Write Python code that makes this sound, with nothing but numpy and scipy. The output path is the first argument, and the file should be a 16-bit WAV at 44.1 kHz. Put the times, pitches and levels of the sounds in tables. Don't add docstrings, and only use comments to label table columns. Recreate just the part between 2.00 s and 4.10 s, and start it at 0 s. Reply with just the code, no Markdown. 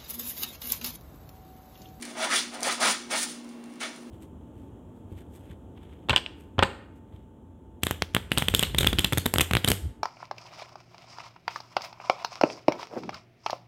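import sys
import numpy as np
from scipy import signal
from scipy.fft import rfft, irfft, next_fast_len
from scipy.io import wavfile
from scipy.ndimage import uniform_filter1d

SR = 44100
rng = np.random.default_rng(int(sys.argv[2]) if len(sys.argv) > 2 else 0)


def bounce(signal):
    frames = np.transpose(np.atleast_2d(signal))
    limited = np.clip(frames, -1, 1)
    pcm = np.round(limited * 32767).astype(np.int16)
    wavfile.write(sys.argv[1], SR, pcm)


def nominal_scale(level):
    x = np.asarray(level, float) / 20
    return 10 ** x


N = 92610

# [t/s, grain flow level/dB, pressure on the box re flow/dB, fineness of the moving grains/dB per octave]
SETTLING_STROKES = [
    [(0.005, -56.5, -25, 0.1), (0.053, -44, -10, 0.1), (0.11, -47, 0, -1.2), (0.149, -52.5, 3, -0.011)],
]
DIG_STROKES = [
    [(.15, -46, 3.5, -5), (.19, -35, -1, -2), (.234, -27, -8, -2.5), (.288, -35, -4, -2),
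     (.324, -24.5, -15.5, -3), (.345, -21.5, -16.5, -2.5), (.362, -22, -26, 1.5), (.405, -33, -17, 1),
     (.45, -40, -11, -3.5)],
    [(.508, -46.5, -11, -1.5), (.528, -43.5, 1, -2.5), (.548, -38, 0.5, 0), (.584, -46, 3, -6),
     (.604, -47, 1, -3), (.626, -37.5, 5, -3)],
    [(.634, -33.5, -1, 1), (.65, -30.5, -4, -1.5), (.679, -26, -2, 2), (.695, -27.5, -18, -3.5),
     (.725, -28, -8.5, 1.5), (.759, -40, -16, -1.5), (.782, -38, -2, -3)],
]
RAKE_STROKES = [
    [(.792, -44, 3, -8), (.806, -29.5, -2.5, 1.5), (.826, -24.5, -3, -2), (.848, -22, -9, 0.5),
     (.862, -23, 1, -3), (.882, -20, -5, -0.5), (.918, -25.5, -14, -0.5), (.975, -40.5, -12, -2),
     (1.065, -51, -11, -3.5)],
    [(1.09, -51.5, 4, -4), (1.112, -31.5, -3.5, -1), (1.13, -27, -2, -1.5), (1.155, -27, -10.5, -2),
     (1.19, -29, -16, 4), (1.217, -32, -26, 3.5), (1.232, -28, -24, 6), (1.262, -40.5, -6, 4.5),
     (1.312, -43.5, -22, 3.5)],
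    [(1.42, -54.5, -4, -1.5), (1.5, -56.5, 0, -0.5), (1.63, -60.5, 6, -4), (1.72, -57.5, -4, -1)],
    [(1.795, -57.5, -5, -5), (1.807, -34.5, -8.5, -1), (1.833, -31, -9.5, -4.5), (1.87, -39.5, -6.5, -3.5),
     (1.92, -47, -6, -6.5), (1.99, -53.5, -9, -1.5), (2.1, -57.5, -9, 0)],
]
# [start t/s, end t/s, from f/Hz, to f/Hz, level/dB]
FURROW_GLIDES = [
    (.2, 0.274, 645, 890, 6.5),
    (0.29, 0.356, 1940, 1610, 5.5),
    (0.356, 0.446, 3360, 5700, 8.5),
    (0.63, 0.73, 815, 3700, 4),
    (0.787, 0.864, 720, 2270, 6),
    (0.87, .93, 1600, 4200, -2),
    (1.1, 1.16, 1500, 2200, 1),
    (1.81, 1.865, 3500, 1000, 0),
]
# [f/Hz, level/dB]
GRAIN_COLOUR = [(1100, -24), (2000, -4), (3200, -2.5), (5000, -2), (7800, -3.5), (10500, -2.5),
                (12500, -24), (15500, -8)]
# [f/Hz, level/dB, t60/s]
BOX_MODES = [(214, -3.5, 0.028), (336, -7, 0.072), (525, -2.5, 0.076), (636, 0.5, 0.083), (711, 0, 0.05),
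             (802, -17, 0.3), (848, 3, 0.017), (953, -6.5, 0.17), (1009, 0, 0.082), (1100, -3.5, 0.0057)]
# [f/Hz, level/dB, t60/s]
WALL_MODES = [(1273, 6, 0.029), (1402, 3, 0.029), (1592, 3.5, 0.012), (1813, 1, 0.075), (1918, -1, 0.022),
              (2028, 4.5, 0.0091), (2227, 4, 0.029), (2857, 0, 0.012), (3270, -6.5, 0.067),
              (3466, 2.5, 0.096), (4080, -4.5, 0.033), (5875, 0.5, 0.09)]
# [t/s, peak level/dB, dull body share/dB]
GRAIN_TICKS = [(.0062, -46, -33), (.0127, -30, -25), (.0218, -32, -34), (.0243, -21.5, -16),
               (.0259, -22, -15), (.0289, -24, -5), (.0345, -26, -12), (.0531, -21.5, -14.5),
               (.0555, -36, -5), (.1045, -43, -16), (.3035, -22, -3), (.3165, -22, -11), (.3213, -24, -23),
               (.338, -22, -20), (.3463, -22, -16), (.3622, -23, -14), (.381, -29, -25), (.415, -23, -8),
               (.5975, -40, -20), (.6062, -22, -21), (.6073, -34, -16), (.6158, -25, -16),
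               (0.8764, -15, -9), (1.1133, -32, -15), (1.138, -26.5, 5), (1.151, -40, -21),
               (1.2357, -18, -16), (1.3545, -36, -15), (1.4465, -36, -23), (1.4912, -35, -17),
               (1.6405, -33, -16), (1.659, -40, -30), (1.6995, -47, -5), (1.7385, -38, -13),
               (1.7577, -38, -18), (1.8105, -32, -1), (1.8225, -36, -3), (1.848, -34, 2), (1.962, -31, -18),
               (2.0, -58.5, -17), (2.033, -40, -10),
               (.63122, -9, -39),
    (.8608, -19, -10),
    (.8727, -19, -10),
    (.8842, -18, -14),
    (1.2307, -13, -18),
    (1.8335, -23, -12),
]
# [f/Hz, level/dB, t60/s]
KNOCK_MODES = [(1930, -14.5, 0.029), (2240, -2, 0.015), (2930, -4, 0.0075), (4280, -3.5, 0.011)]
# [f/Hz, rms level/dB, width/Hz]
HUM_LINES = [(113, -78, 5), (165.5, -67.5, 23), (237.7, -47.5, 1.12), (255.3, -59, 1.3), (293.6, -56, 18),
             (356.8, -57, 10.2), (429, -76.5, 9), (822, -69.5, 5.1), (1007, -73, 2.5), (1110, -66, 0.95),
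             (1140, -81.5, 2.3), (1490, -96, 2), (2160, -75, 4), (2730, -71, 3.6), (3140, -85, 4.8)]
# [f/Hz, level/dB]
AIR_COLOUR = [(41, -63), (70, -28), (181, -9), (237, -1.5), (417, -7.5), (1900, -26), (2660, -25),
              (8000, -41), (15500, -31)]


def grains(flow_db, fineness):
    grains_per_s, spread_db, cycles, clump_db = 24000, 2, 23, 1.64
    sizes = 24
    hits = clicks(grains_per_s, spread_db) * nominal_scale(clump_db * drift(25))
    dealt = rng.integers(0, sizes, N)
    out = 0
    for k, hz in enumerate(np.geomspace(1200, 15500, sizes)):
        one = rms_one(ring(hits * (dealt == k), hz, cycles / hz)) * np.sqrt(hz / 5000)
        colour_db = at_hz(GRAIN_COLOUR, hz) - 13.5 + furrow(hz)
        tilt_db = fineness * min(np.log2(hz / 3500), 1.2)
        out = out + one * nominal_scale(colour_db + flow_db + 0.34 * drift(20) + tilt_db)
    return out


def furrow(hz):
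    width_octaves = 0.41
    t = np.arange(0, N, 64) / SR
    lift_db = 0
    for start, end, from_hz, to_hz, db in FURROW_GLIDES:
        along = np.clip((t - start) / (end - start), 0, 1)
        centre = from_hz * (to_hz / from_hz) ** along
        hump = np.exp(-.5 * (np.log2(hz / centre) / width_octaves) ** 2)
        lift_db = lift_db + db * np.sin(np.pi * along) * hump
    return np.interp(np.arange(N) / SR, t, lift_db)


def trickle(flow_db):
    level_db, fall_db_per_s, band_hz = -12, 116, (2770, 7040)
    slope = fall_db_per_s * np.arange(N) / SR
    held_db = uniform_filter1d(np.maximum.accumulate(flow_db + slope) - slope, size=1500)
    sliding = signal.sosfilt(signal.butter(2, band_hz, "band", fs=SR, output="sos"), clicks(6000, 1.2))
    return nominal_scale(level_db + held_db) * rms_one(sliding)


def plastic(modes, drive_db):
    scrapes_per_s, flutter_db = 2500, 1.75
    scale = np.sqrt(sum(nominal_scale(db) ** 2 for _, db, _ in modes))
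    out = 0
    for hz, db, t60 in modes:
        feed_db = drive_db + furrow(hz) + flutter_db * drift(6.1)
        drive = nominal_scale(feed_db) * clicks(scrapes_per_s, 4.03)
        even = np.sqrt(28 / (max(t60, 1e-3) * SR))
        out = out + nominal_scale(db) / scale * ring(drive, hz, t60) * even
    return out


def ticks():
    tick_db, crack_hz = 8, (3900, 12000)
    scatter_db, scatter_s = -21, 0.002
    rim_hz, rim_db, rim_t60_s, rim_lag_s, rim_needs_db = 6000, -22, .014, .0006, -4
    s, db, dull_db = np.transpose(GRAIN_TICKS)
    at = (s * SR).astype(int)
    spread = rng.normal(0, 0.86, (len(s), 4))
    snap = np.zeros(N)
    snap[at] = nominal_scale(db + tick_db)
    decay = [1, -np.exp(-1 / (scatter_s * SR))]
    scatter = signal.lfilter([nominal_scale(scatter_db)], decay, np.roll(snap, 8) + 1e-18)
    crack = signal.butter(2, crack_hz, "band", fs=SR, output="sos")
    out = signal.sosfilt(crack, snap + scatter * rng.standard_normal(N))
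    hard = snap * (snap > nominal_scale(rim_needs_db))
    out += nominal_scale(rim_db) * ring(np.roll(hard, int(rim_lag_s * SR)), rim_hz, rim_t60_s)
    for k, (hz, level_db, t60) in enumerate(KNOCK_MODES):
        hit = np.zeros(N)
        hit[at] = nominal_scale(db + level_db + spread[:, k] + dull_db)
        out += ring(hit, hz, t60)
    return out


def room(x):
    t60_s, wall_cut_hz = 0.16, 8300
    size = next_fast_len(N + SR)
    w = 2 * np.pi * np.fft.rfftfreq(size)
    dull = 1 / (1 + 1j * w * SR / (2 * np.pi * wall_cut_hz))
    tail = 0
    for k, lag in enumerate(rng.uniform(.004, .03, 10) * SR):
        loop = nominal_scale(-60 * lag / SR / t60_s) * np.abs(dull) ** 0.76 * np.exp(-1j * w * lag)
        tail = tail + (-1) ** k * loop / (1 - loop)
    return irfft(rfft(x, size) * tail, size)[:N]


def hum():
    t = np.arange(N) / SR
    out = 0
    for hz, db, width in HUM_LINES:
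        level = np.sqrt(2) * nominal_scale(db + 1.4 * drift(width))
        out = out + level * np.sin(2 * np.pi * (hz * t + rng.random()) + 0.62 * drift(width))
    return out


def room_air():
    air_db, rumble_db, rumble_hz = -51, -73, (50, 73.4)
    hz = np.maximum(np.fft.rfftfreq(N, 1 / SR), 1)
    colour = nominal_scale(at_hz(AIR_COLOUR, hz)) * np.minimum(hz / 70, 1) ** 3
    air = irfft(rfft(rng.standard_normal(N)) * colour, N)
    band = signal.butter(1, rumble_hz, "band", fs=SR, output="sos")
    rumble = signal.sosfilt(band, rng.standard_normal(N + SR))[SR:]
    rumble = signal.sosfilt(band, rumble)
    return nominal_scale(air_db) * rms_one(air) + nominal_scale(rumble_db) * rms_one(rumble)


def clicks(per_s, spread_db):
    sizes = nominal_scale(spread_db * np.minimum(rng.exponential(1, N), 4)) * rng.choice([-1, 1], N)
    return rms_one(sizes * (rng.random(N) < per_s / SR))


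def ring(hits, hz, t60):
    r = nominal_scale(-60 / (max(t60, 1e-4) * SR))
    w = 2 * np.pi * hz / SR
    return signal.lfilter([0, np.sin(w)], [1, -2 * r * np.cos(w), r * r], hits + 1e-18)


def drift(rate):
    step = 40
    r = np.exp(-2 * np.pi * rate * step / SR)
    slow = signal.lfilter([1], [1, -2 * r, r * r], rng.standard_normal(N // step + 2002))[2000:]
    return np.interp(np.arange(N) / step, np.arange(len(slow)), rms_one(slow))


def at_hz(points, hz):
    f, db = np.transpose(points)
    return np.interp(np.log(hz), np.log(f), db)


def rms_one(x):
    return x / np.sqrt(np.mean(x ** 2) + 1e-20)


def scene():
    box_db, wall_db, room_db = -3.5, -8.5, -13
    low_cut_hz, contact_cut_hz = 186, 5400
    s, *columns = np.concatenate(SETTLING_STROKES + DIG_STROKES + RAKE_STROKES).T
    flow_db, press_db, fineness = [np.interp(np.arange(N) / SR, s, c) for c in columns]
    near = grains(flow_db, fineness) + trickle(flow_db) + ticks()
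    box = plastic(BOX_MODES, flow_db + press_db + box_db)
    box = box + plastic(WALL_MODES, flow_db - 0.86 * fineness + wall_db)
    soft_contact = signal.butter(2, contact_cut_hz * 2.3, fs=SR, output="sos")
    near = near + signal.sosfilt(soft_contact, box)
    near = signal.sosfilt(signal.butter(6, low_cut_hz, "high", fs=SR, output="sos"), near)
    return (near + nominal_scale(room_db) * room(near) + hum() + room_air())[None]


def top_cut(x):
    return signal.sosfilt(signal.butter(12, 16790, fs=SR, output="sos"), x)


def record(dry):
    peak_hz, peak_db, top_hz, top_db, limit_hz = (8670, 10000), 1, 10100, -9, 15950
    peak = signal.sosfilt(signal.butter(2, peak_hz, "band", fs=SR, output="sos"), dry)
    x = dry + nominal_scale(peak_db) * peak
    below = signal.sosfiltfilt(signal.butter(4, top_hz, fs=SR, output="sos"), x)
    x = below + nominal_scale(top_db) * (x - below)
    x = signal.sosfiltfilt(signal.cheby2(16, 24, limit_hz, fs=SR, output="sos"), x)
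    return top_cut(x)


dry = scene()
out = record(dry)
bounce(out)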